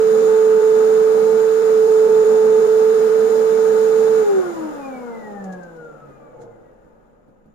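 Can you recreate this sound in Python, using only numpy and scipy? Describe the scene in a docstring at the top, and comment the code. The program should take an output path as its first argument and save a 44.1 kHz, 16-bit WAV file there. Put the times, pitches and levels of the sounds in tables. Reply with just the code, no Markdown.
"""A canister vacuum cleaner runs in a carpeted room: a loud hum, once per turn of its shaft, over roaring, hissing air.
It is switched off at 4.2 s; the rotor coasts against drag and friction, and its speed drives every motor and air sound.
The hum slides down through the room's standing waves, its overtones through the housing's resonances, and the
impeller whines at its blade rate. The hose is handled and bare feet pad over the carpet: short bursts of noise.
Faint room tone lies beneath. The two microphones colour the treble differently."""
import sys
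import numpy as np
from scipy import signal
from scipy.fft import rfft, irfft, next_fast_len
from scipy.io import wavfile
from scipy.ndimage import map_coordinates

SR = 44100
rng = np.random.default_rng(int(sys.argv[2]) if len(sys.argv) > 2 else 0)


def waveform_to_disk(signal):
    """Save audio, clipped to [-1, 1], as 16-bit WAV at the path in sys.argv[1]."""
    frames = np.transpose(np.atleast_2d(signal))
    scaled = np.clip(frames, -1, 1) * 32767
    samples = np.round(scaled).astype(np.int16)
    wavfile.write(sys.argv[1], SR, samples)


N = 332550
TIME = np.arange(N) / SR  # seconds

# How fast the shaft turns under power, wandering with the load. Each row: time in seconds, turns a second.
POWERED_SPEED = [(0, 440.0), (0.7, 437.8), (1.08, 439.6), (1.25, 441.8), (1.6, 442.6), (1.7, 439.9),
                 (1.95, 437.8), (2.6, 437.4), (2.9, 439.6), (3.2, 441.9), (3.6, 442.3), (3.83, 441.1),
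                 (4.1, 442.3), (4.2, 441)]
FULL_HZ = 441  # full speed, turns a second
OFF_S = 4.187  # switch-off, seconds
DRAG_S = 1.358  # air drag alone would halve the speed in this many seconds
STOP_S = 7.9  # friction alone would stop the rotor after this many seconds

# Speeds at which the rotor rocks on its mounts.
# Each row: turns a second, width in Hz, lift of the hum in dB, lift of the rattle in dB.
CRITICAL_SPEEDS = [(187.6, 19, 14.5, 4.5), (141, 7, 6.5, -0.5), (116, 12, 11, 10)]

# Moments when the hum stutters. Each row: time in seconds, dip in dB.
HUM_STUTTERS = [(0.218, -2.5), (.615, -8), (1.624, -3.5), (1.877, -6), (2.085, -14), (2.246, -9),
                (2.606, -3.5), (2.671, -16), (2.938, -3.5), (2.997, -2.5), (3.091, -4.5), (3.292, -9),
                (3.742, -2)]
HUM_DB, HUM_POWER = -13.5, 4.6  # direct hum at full speed; it grows as this power of the speed
LOAD_DB_PER_HZ = 0.43  # the hum swells as the load pulls the speed down

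# Standing waves of the room that the hum slides through.
# Each row: Hz, width in Hz, gain at the left microphone, gain at the right (1 = the direct sound, negative = antiphase).
STANDING_WAVES = [(446.4, 11.0, -0.61, 0.21), (422.0, 18.4, -0.89, -1.17), (405.7, 12.6, 1.04, -1.98),
                  (373.4, 11.6, -2.06, 2.02), (364.7, 15.2, -0.63, -0.85), (333.8, 18.2, -0.91, -0.78),
                  (309.5, 12.4, 0.66, -0.22), (294.7, 12.0, -0.56, -1.64), (275.1, 18.7, -0.15, -0.58),
                  (234.6, 12.8, -2.87, 0.32), (214.5, 20.2, -0.2, -2.06)]

# Overtones that shake the housing. Each row: multiple of the shaft rate, relative level in dB.
SHAFT_MULTIPLES = [(2, 2), (3, 0.5), (4, 0), (5, -8.5), (6, -7), (7, -17.5)]
# How strongly the housing answers each pitch. Each row: Hz, gain in dB.
HOUSING_RESPONSE = [(150, -13), (330, -7), (440, -4.5), (480, 6.5), (515, -2.5), (580, -0.5), (670, -6),
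                    (810, 1.5), (885, -4), (1000, -8.5), (1200, -4), (1320, -10.5), (1430, 2), (1620, -22),
                    (2200, -7), (2900, -29)]

BLADES = 9
WHINE_DB, OCTAVE_DB = -44.5, -19  # blade tone before the casing, and its octave relative to it
WALL_S, WALL_GAIN = 0.0078, 0.39  # reflection from the near wall: delay in seconds, strength
# What the casing lets out of the whine. Each row: Hz, gain in dB.
CASING_RESPONSE = [(800, -28), (1120, -21), (1220, -7.5), (1330, -7), (1440, 5.5), (1680, -4), (1950, -3),
                   (2100, -8.5), (2460, -5.5), (2620, -19), (3300, -26), (3950, -16), (4300, -19),
                   (5200, -16), (7200, -3.5), (8200, -13.5)]
# A narrow gap in what the casing lets out. Each row: Hz, width in Hz, lift in dB.
CASING_GAP = [(1498, 40, -21.5)]

# Colour of the bearing rumble. Each row: Hz, relative level in dB per Hz.
RUMBLE_COLOUR = [(60, -26), (105, -27), (140, -2.5), (220, -2.5), (400, -10), (560, -1), (700, -3),
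                 (850, -13), (1000, -21), (1400, -11.5), (2000, -34), (3000, -47.5), (6000, -70)]
# Resonances of the canister's shell. Each row: Hz, width in Hz, lift in dB.
SHELL_RESONANCES = [(325, 26, 7.5), (476, 140, 14), (600, 41, 4), (860, 79, 15.5)]

# Colour of the air roaring in the canister. Each row: Hz, relative level in dB per Hz.
ROAR_COLOUR = [(60, -29.5), (105, -27), (135, -15.5), (170, -7), (225, -4.5), (280, -8), (390, -5.5),
               (500, 1), (680, -8.5), (790, -7), (960, -9.5), (1400, -44)]
# Resonances of the air in the canister. Each row: Hz, width in Hz, lift in dB.
CAVITY_RESONANCES = [(221.4, 23, 8.5), (537, 48, 4), (798, 32, 3.5)]
# Colour of the air rushing in the hose. Each row: Hz, relative level in dB per Hz.
RUSH_COLOUR = [(600, -27), (980, -13.5), (1220, -2.5), (1500, -9.5), (1750, -11.5), (2200, -16.5),
               (3000, -21), (5000, -44.5)]
# Resonances of the hose. 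Each row: Hz, width in Hz, lift in dB.
HOSE_RESONANCES = [(1209, 43, 4), (1360, 21, -4), (1435, 29, 9), (1538, 51, 6), (1660, 36, 5)]
# Colour of the hissing exhaust jet. Each row: Hz, relative level in dB per Hz.
HISS_COLOUR = [(1200, -18), (2400, -8), (3300, -2), (4400, -1), (5900, -2), (6950, 0.5), (7700, -2.5),
               (8500, -5), (9700, -4), (11300, -9), (12700, -4.5), (13800, -13), (15400, -9)]
# Resonances of the air passages. Each row: Hz, width in Hz, lift in dB.
PASSAGE_RESONANCES = [(2191, 25, 10), (3623, 35, 8), (3941, 25, 9), (4920, 25, 6), (5270, 25, 5),
                      (6907, 35, 6), (8888, 25, 6), (10605, 35, 9)]
# Colour of the exhaust grille's ring. Each row: Hz, relative level in dB per Hz.
GRILLE_COLOUR = [(2500, -23), (3350, -21.5), (3620, 1), (3900, -19), (4250, -11), (4600, -26),
                 (6000, -15.5), (6700, -2), (7150, 2.5), (7600, -15.5), (8600, -21), (9700, -10),
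                 (10800, -28.5), (15000, -29.5)]

# Scuffs of the plastic hose.
# Each row: peak time in seconds, level in dB, seconds to rise by 60 dB, seconds to fall by 60 dB.
HOSE_SCUFFS = [(5.443, -45, 0.025, 0.065), (5.526, -44.5, 0.026, .08), (5.634, -49.5, 0.016, 0.055),
               (5.765, -57, 0.022, 0.056), (5.847, -61.5, .02, 0.047), (6.42, -51, 0.079, .1)]
# Colour of the scuffing plastic. Each row: Hz, relative level in dB per Hz.
PLASTIC_COLOUR = [(300, -5), (1500, 5.5), (2800, -7.5), (4200, -5), (5400, -5.5), (6800, 2.5), (8000, -6),
                  (10000, -9), (12000, -21), (15000, -21.5)]
# Footfalls. Each row: peak time in seconds, thud level in dB, brush of the sole in dB relative to the thud.
FOOTSTEPS = [(6.09, -44, -12.5), (6.738, -63, -22), (6.85, -54.5, -25), (7.16, -70, -23),
             (7.285, -52.5, -16), (7.46, -49.5, -33)]
# Colour of the thud on the carpet. 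Each row: Hz, relative level in dB per Hz.
THUD_COLOUR = [(40, -14), (110, 3), (220, 5), (480, -5), (900, -35), (2000, -34), (5000, -39.5)]
# Colour of the sole brushing the pile. Each row: Hz, relative level in dB per Hz.
BRUSH_COLOUR = [(500, 2), (1000, 0), (1600, 13), (2300, -10), (3200, -14), (8000, -15), (15000, -37)]

# Colour of the room tone. Each row: Hz, relative level in dB per Hz.
QUIET_COLOUR = [(15, -0.5), (36, -4.5), (55, -10), (100, -9), (200, -3), (500, -22), (1500, -33.5),
                (4000, -50), (15000, -57)]
# How alike noise is at the two microphones. Each row: Hz, likeness (1 = the same, 0 = unrelated).
LEFT_RIGHT_LIKENESS = [(40, 0.8), (120, 0.37), (230, 0.24), (600, 0.021), (1500, 0), (15000, 0.0053)]
# How long the room rings. Each row: Hz, seconds to fall by 60 dB.
ROOM_DECAY = [(150, 0.67), (1000, 0.44), (10000, 0.12)]
# Colour of the left microphone. Each row: Hz, gain in dB.
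LEFT_RESPONSE = [(400, 0.5), (1000, 0), (1600, -0.5), (2500, -4), (4000, -12), (5500, -9), (6300, -20.5),
                 (6800, -35.5), (7400, -16), (8100, -7), (9200, 0.5), (11000, -2.5), (13200, -6),
                 (14200, -21.5)]
# Colour of the right microphone. Each row: Hz, gain in dB.
RIGHT_RESPONSE = [(400, 0.5), (1000, -2), (1600, -7.5), (2500, -5), (4000, -1), (7000, 1), (8000, -4.5),
                  (9000, -7.5), (9500, -39.5), (10300, -30), (10700, -16), (11900, -9), (14000, 2.5)]
TOP_HZ = 15500  # nothing is kept from here up


def powered_speed():
    """Turns a second set by motor and load; the last value is held."""
    seconds, turns = np.transpose(POWERED_SPEED)
    return np.interp(TIME, seconds, turns)


def speed():
    """Shaft turns a second: held by the motor, then coasting against air drag and friction."""
    coast_s = np.maximum(TIME - OFF_S, 0)
    return powered_speed() * (1 - coast_s / STOP_S) / (1 + coast_s / DRAG_S)


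def shaft(jitter):
    """Shaft angle in radians, the running sum of the speed, which trembles a little."""
    trembling = speed() * (1 + jitter * wobble(45))
    return 2 * np.pi * np.cumsum(trembling) / SR


def rocking(rattle):
    """Decibels added at the critical speeds, to the rattle or to the hum."""
    peaks = [(hz, width, rattle_db if rattle else hum_db)
             for hz, width, hum_db, rattle_db in CRITICAL_SPEEDS]
    return lift(peaks, speed())


def vibration(level_db, knee_hz, power):
    """Gain of a shaking part: even at high speed, dying as a power of the speed below the knee."""
    return amp(level_db) / np.hypot(1, (knee_hz / speed()) ** power)


def hum(stutter_s=0.03, waver_db=0.32):
    """The once-a-turn tone of the unbalanced rotor, heard directly and through the room's standing waves."""
    tone = np.exp(1j * shaft(jitter=0.0005))  # complex, so that its phase can be turned
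    # at each stutter the tone fades over into itself out of step, and so dips
    ways = rng.choice([-1, 1], len(HUM_STUTTERS))
    for (s, dip_db), way in zip(HUM_STUTTERS, ways):
        slip = 2 * way * np.arccos(min(amp(dip_db), 1))
        progress = np.clip((TIME - s) / stutter_s, -0.5, 0.5)
        fade = (1 + np.sin(np.pi * progress)) / 2
        tone *= 1 - fade + fade * np.exp(1j * slip)

    hz = speed()
    load_db = LOAD_DB_PER_HZ * (FULL_HZ - powered_speed())
    level_db = load_db + rocking(rattle=False) + waver_db * wobble(7)
    tone *= np.sqrt(2) * amp(level_db) * (hz / FULL_HZ) ** HUM_POWER

    standing = np.zeros((2, N), complex)
    for centre, width, *gains in STANDING_WAVES:
        damping = 1j * hz * width
        resonance = damping / (centre ** 2 - hz ** 2 + damping)
        standing += np.outer(gains, resonance)
    return amp(HUM_DB) * (tone * (1 + standing)).real


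def overtones(jitter, flutter_db):
    """Shaft multiples; each swells as it slides through a resonance of the housing."""
    angle = shaft(jitter)
    tones = sum(amp(db + flutter_db * wobble(14)) * np.sin(multiple * angle)
                for multiple, db in SHAFT_MULTIPLES)
    gain = vibration(-40.5 + rocking(rattle=True), knee_hz=229.7, power=4.16)
    return np.sqrt(2) * gain * filtered(tones, lambda hz: amp(along(HOUSING_RESPONSE, hz)))


def impeller(jitter, flutter_db):
    """Blade tone and octave, loudest in the casing's pass band, beating with their reflection as they fall."""
    angle = BLADES * shaft(jitter)
    tones = np.sqrt(2) * (np.sin(angle) + amp(OCTAVE_DB) * np.sin(2 * angle))
    gain = vibration(WHINE_DB + flutter_db * wobble(22), knee_hz=115, power=9.8)

    def casing_and_wall(hz):
        casing = amp(along(CASING_RESPONSE, hz) + lift(CASING_GAP, hz))
        wall = 1 + WALL_GAIN * np.exp(-2j * np.pi * hz * WALL_S)
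        return casing * wall
    return filtered(gain * tones, casing_and_wall)


def bearings(uneven_db=1.7):
    """The bearings rumble unevenly in the shell, fading as the rotor slows."""
    gain = vibration(-44.5 + rocking(rattle=True) + uneven_db * wobble(16), knee_hz=150, power=3.3)
    return gain * noise(RUMBLE_COLOUR, ripple_db=2.5, peaks=SHELL_RESONANCES)


def flow(full_db, power, gust_db):
    """Gain of an air noise: a power of the shaft speed, never quite steady."""
    gusts = wobble(4.14) + wobble(15)
    return amp(full_db + gust_db * gusts) * (speed() / FULL_HZ) ** power


def air():
    """Turbulence: a roar in the canister, a rush in the hose, and the exhaust jet hissing through its grille."""
    roar = flow(full_db=-30.0, power=1.91, gust_db=1.14) * noise(ROAR_COLOUR, 0.5, CAVITY_RESONANCES)
    rush = flow(full_db=-33.0, power=2.16, gust_db=0.34) * noise(RUSH_COLOUR, 2.0, HOSE_RESONANCES)
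    hiss = flow(full_db=-40.5, power=3.0, gust_db=0.35) * noise(HISS_COLOUR, 2.5, PASSAGE_RESONANCES)
    ring = flow(full_db=-47.5, power=2.53, gust_db=1.5) * noise(GRILLE_COLOUR, 1.5)
    return roar + rush + hiss + ring


def burst(s, rise, t60):
    """Envelope of a soft contact that peaks at s, rising and falling by 60 dB in the given seconds."""
    return amp(-60 * np.maximum((s - TIME) / rise, (TIME - s) / t60))


def handling():
    """The plastic hose scuffs; bare feet land on the carpet and brush its pile."""
    scuff_level = sum(amp(db) * burst(s, rise, t60) for s, db, rise, t60 in HOSE_SCUFFS)
    thud_level = sum(amp(db) * burst(s, 0.04, 0.17) for s, db, brush_db in FOOTSTEPS)
    brush_level = sum(amp(db + brush_db) * burst(s, 0.09, 0.2) for s, db, brush_db in FOOTSTEPS)
    scuffs = scuff_level * noise(PLASTIC_COLOUR)
    thuds = thud_level * noise(THUD_COLOUR)
    brushes = brush_level * noise(BRUSH_COLOUR)
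    return room(scuffs + thuds + brushes, wet_db=-7.5)


def background(drone_hz=37.0):
    """Room tone, a soft noise, with a faint deep drone that wavers in level and phase."""
    drone = amp(-62.5 + wobble(3)) * np.sin(2 * np.pi * drone_hz * TIME + 0.3 * wobble(4))
    return drone + amp(-59.5) * noise(QUIET_COLOUR)


def room(x, wet_db):
    """Direct sound plus a diffuse tail for each microphone, at about the same total power."""
    hz, t, z = signal.stft(rng.standard_normal((2, SR // 2)), SR, nperseg=256)
    decay = amp(-60 * t / along(ROOM_DECAY, hz)[:, None])
    tail = signal.istft(z * decay, SR, nperseg=256)[1]
    tail = tail / np.linalg.norm(tail[0])
    wet = signal.fftconvolve(np.atleast_2d(x), tail, axes=1)[:, :N]
    return (x + amp(wet_db) * wet) / np.hypot(1, amp(wet_db))


def noise(spectrum, ripple_db=0, peaks=()):
    """Stereo noise of rms 1, with narrow resonances and the fixed ripple of standing waves."""
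    def colour(hz):
        grid = np.arange(0, SR / 2, 22)  # a random ripple value every 22 Hz
        ripple = np.array([np.interp(hz, grid, r) for r in rng.standard_normal((2, len(grid)))])
        level = amp(along(spectrum, hz) + lift(peaks, hz) + ripple_db * ripple)
        # sharing the power between mid and side sets the left-right likeness
        turn = np.arccos(np.clip(along(LEFT_RIGHT_LIKENESS, hz), -1, 1)) / 2
        return level * [np.cos(turn), np.sin(turn)]
    mid, side = filtered(rng.standard_normal((2, N)), colour)
    return unit(np.array([mid + side, mid - side]))


def filtered(x, response):
    """x times a response of frequency."""
    m = next_fast_len(N + SR // 2)  # spare room keeps the end from wrapping onto the start
    hz = np.fft.rfftfreq(m, 1 / SR)
    return irfft(rfft(x, m) * response(hz), m)[..., :N]


def lift(peaks, hz):
    """Decibels added at hz by resonances, each a (Hz, width Hz, dB) row."""
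    return sum(db / (1 + (2 * (hz - centre) / width) ** 2) for centre, width, db in peaks)


def along(points, hz):
    """Read (Hz, value) points on a log frequency axis."""
    f, v = np.transpose(points)
    return np.interp(np.log(hz + 1), np.log(f + 1), v)


def wobble(rate):
    """A smooth random curve through `rate` random points a second."""
    points = rng.standard_normal(int(N * rate / SR) + 4)
    return map_coordinates(points, [TIME * rate])


def amp(db):
    """Decibels to gain."""
    return 10 ** (np.asarray(db) / 20)


def unit(x):
    """Scale to rms 1."""
    return x / np.sqrt(np.mean(x ** 2) + 1e-20)


def scene():
    """Motor, air and the person, over the room tone."""
    shake = room(overtones(jitter=0.0028, flutter_db=2.5), wet_db=0.5)
    whine = room(impeller(jitter=0.0011, flutter_db=2), wet_db=-4.5)
    return hum() + shake + whine + bearings() + air() + handling() + background()


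def record(dry):
    """Each microphone has its own colour; nothing is kept above the band limit."""
    coloured = filtered(dry, lambda hz: amp([along(LEFT_RESPONSE, hz), along(RIGHT_RESPONSE, hz)]))
    return filtered(coloured, lambda hz: hz < TOP_HZ)


dry = scene()
out = record(dry)
waveform_to_disk(out)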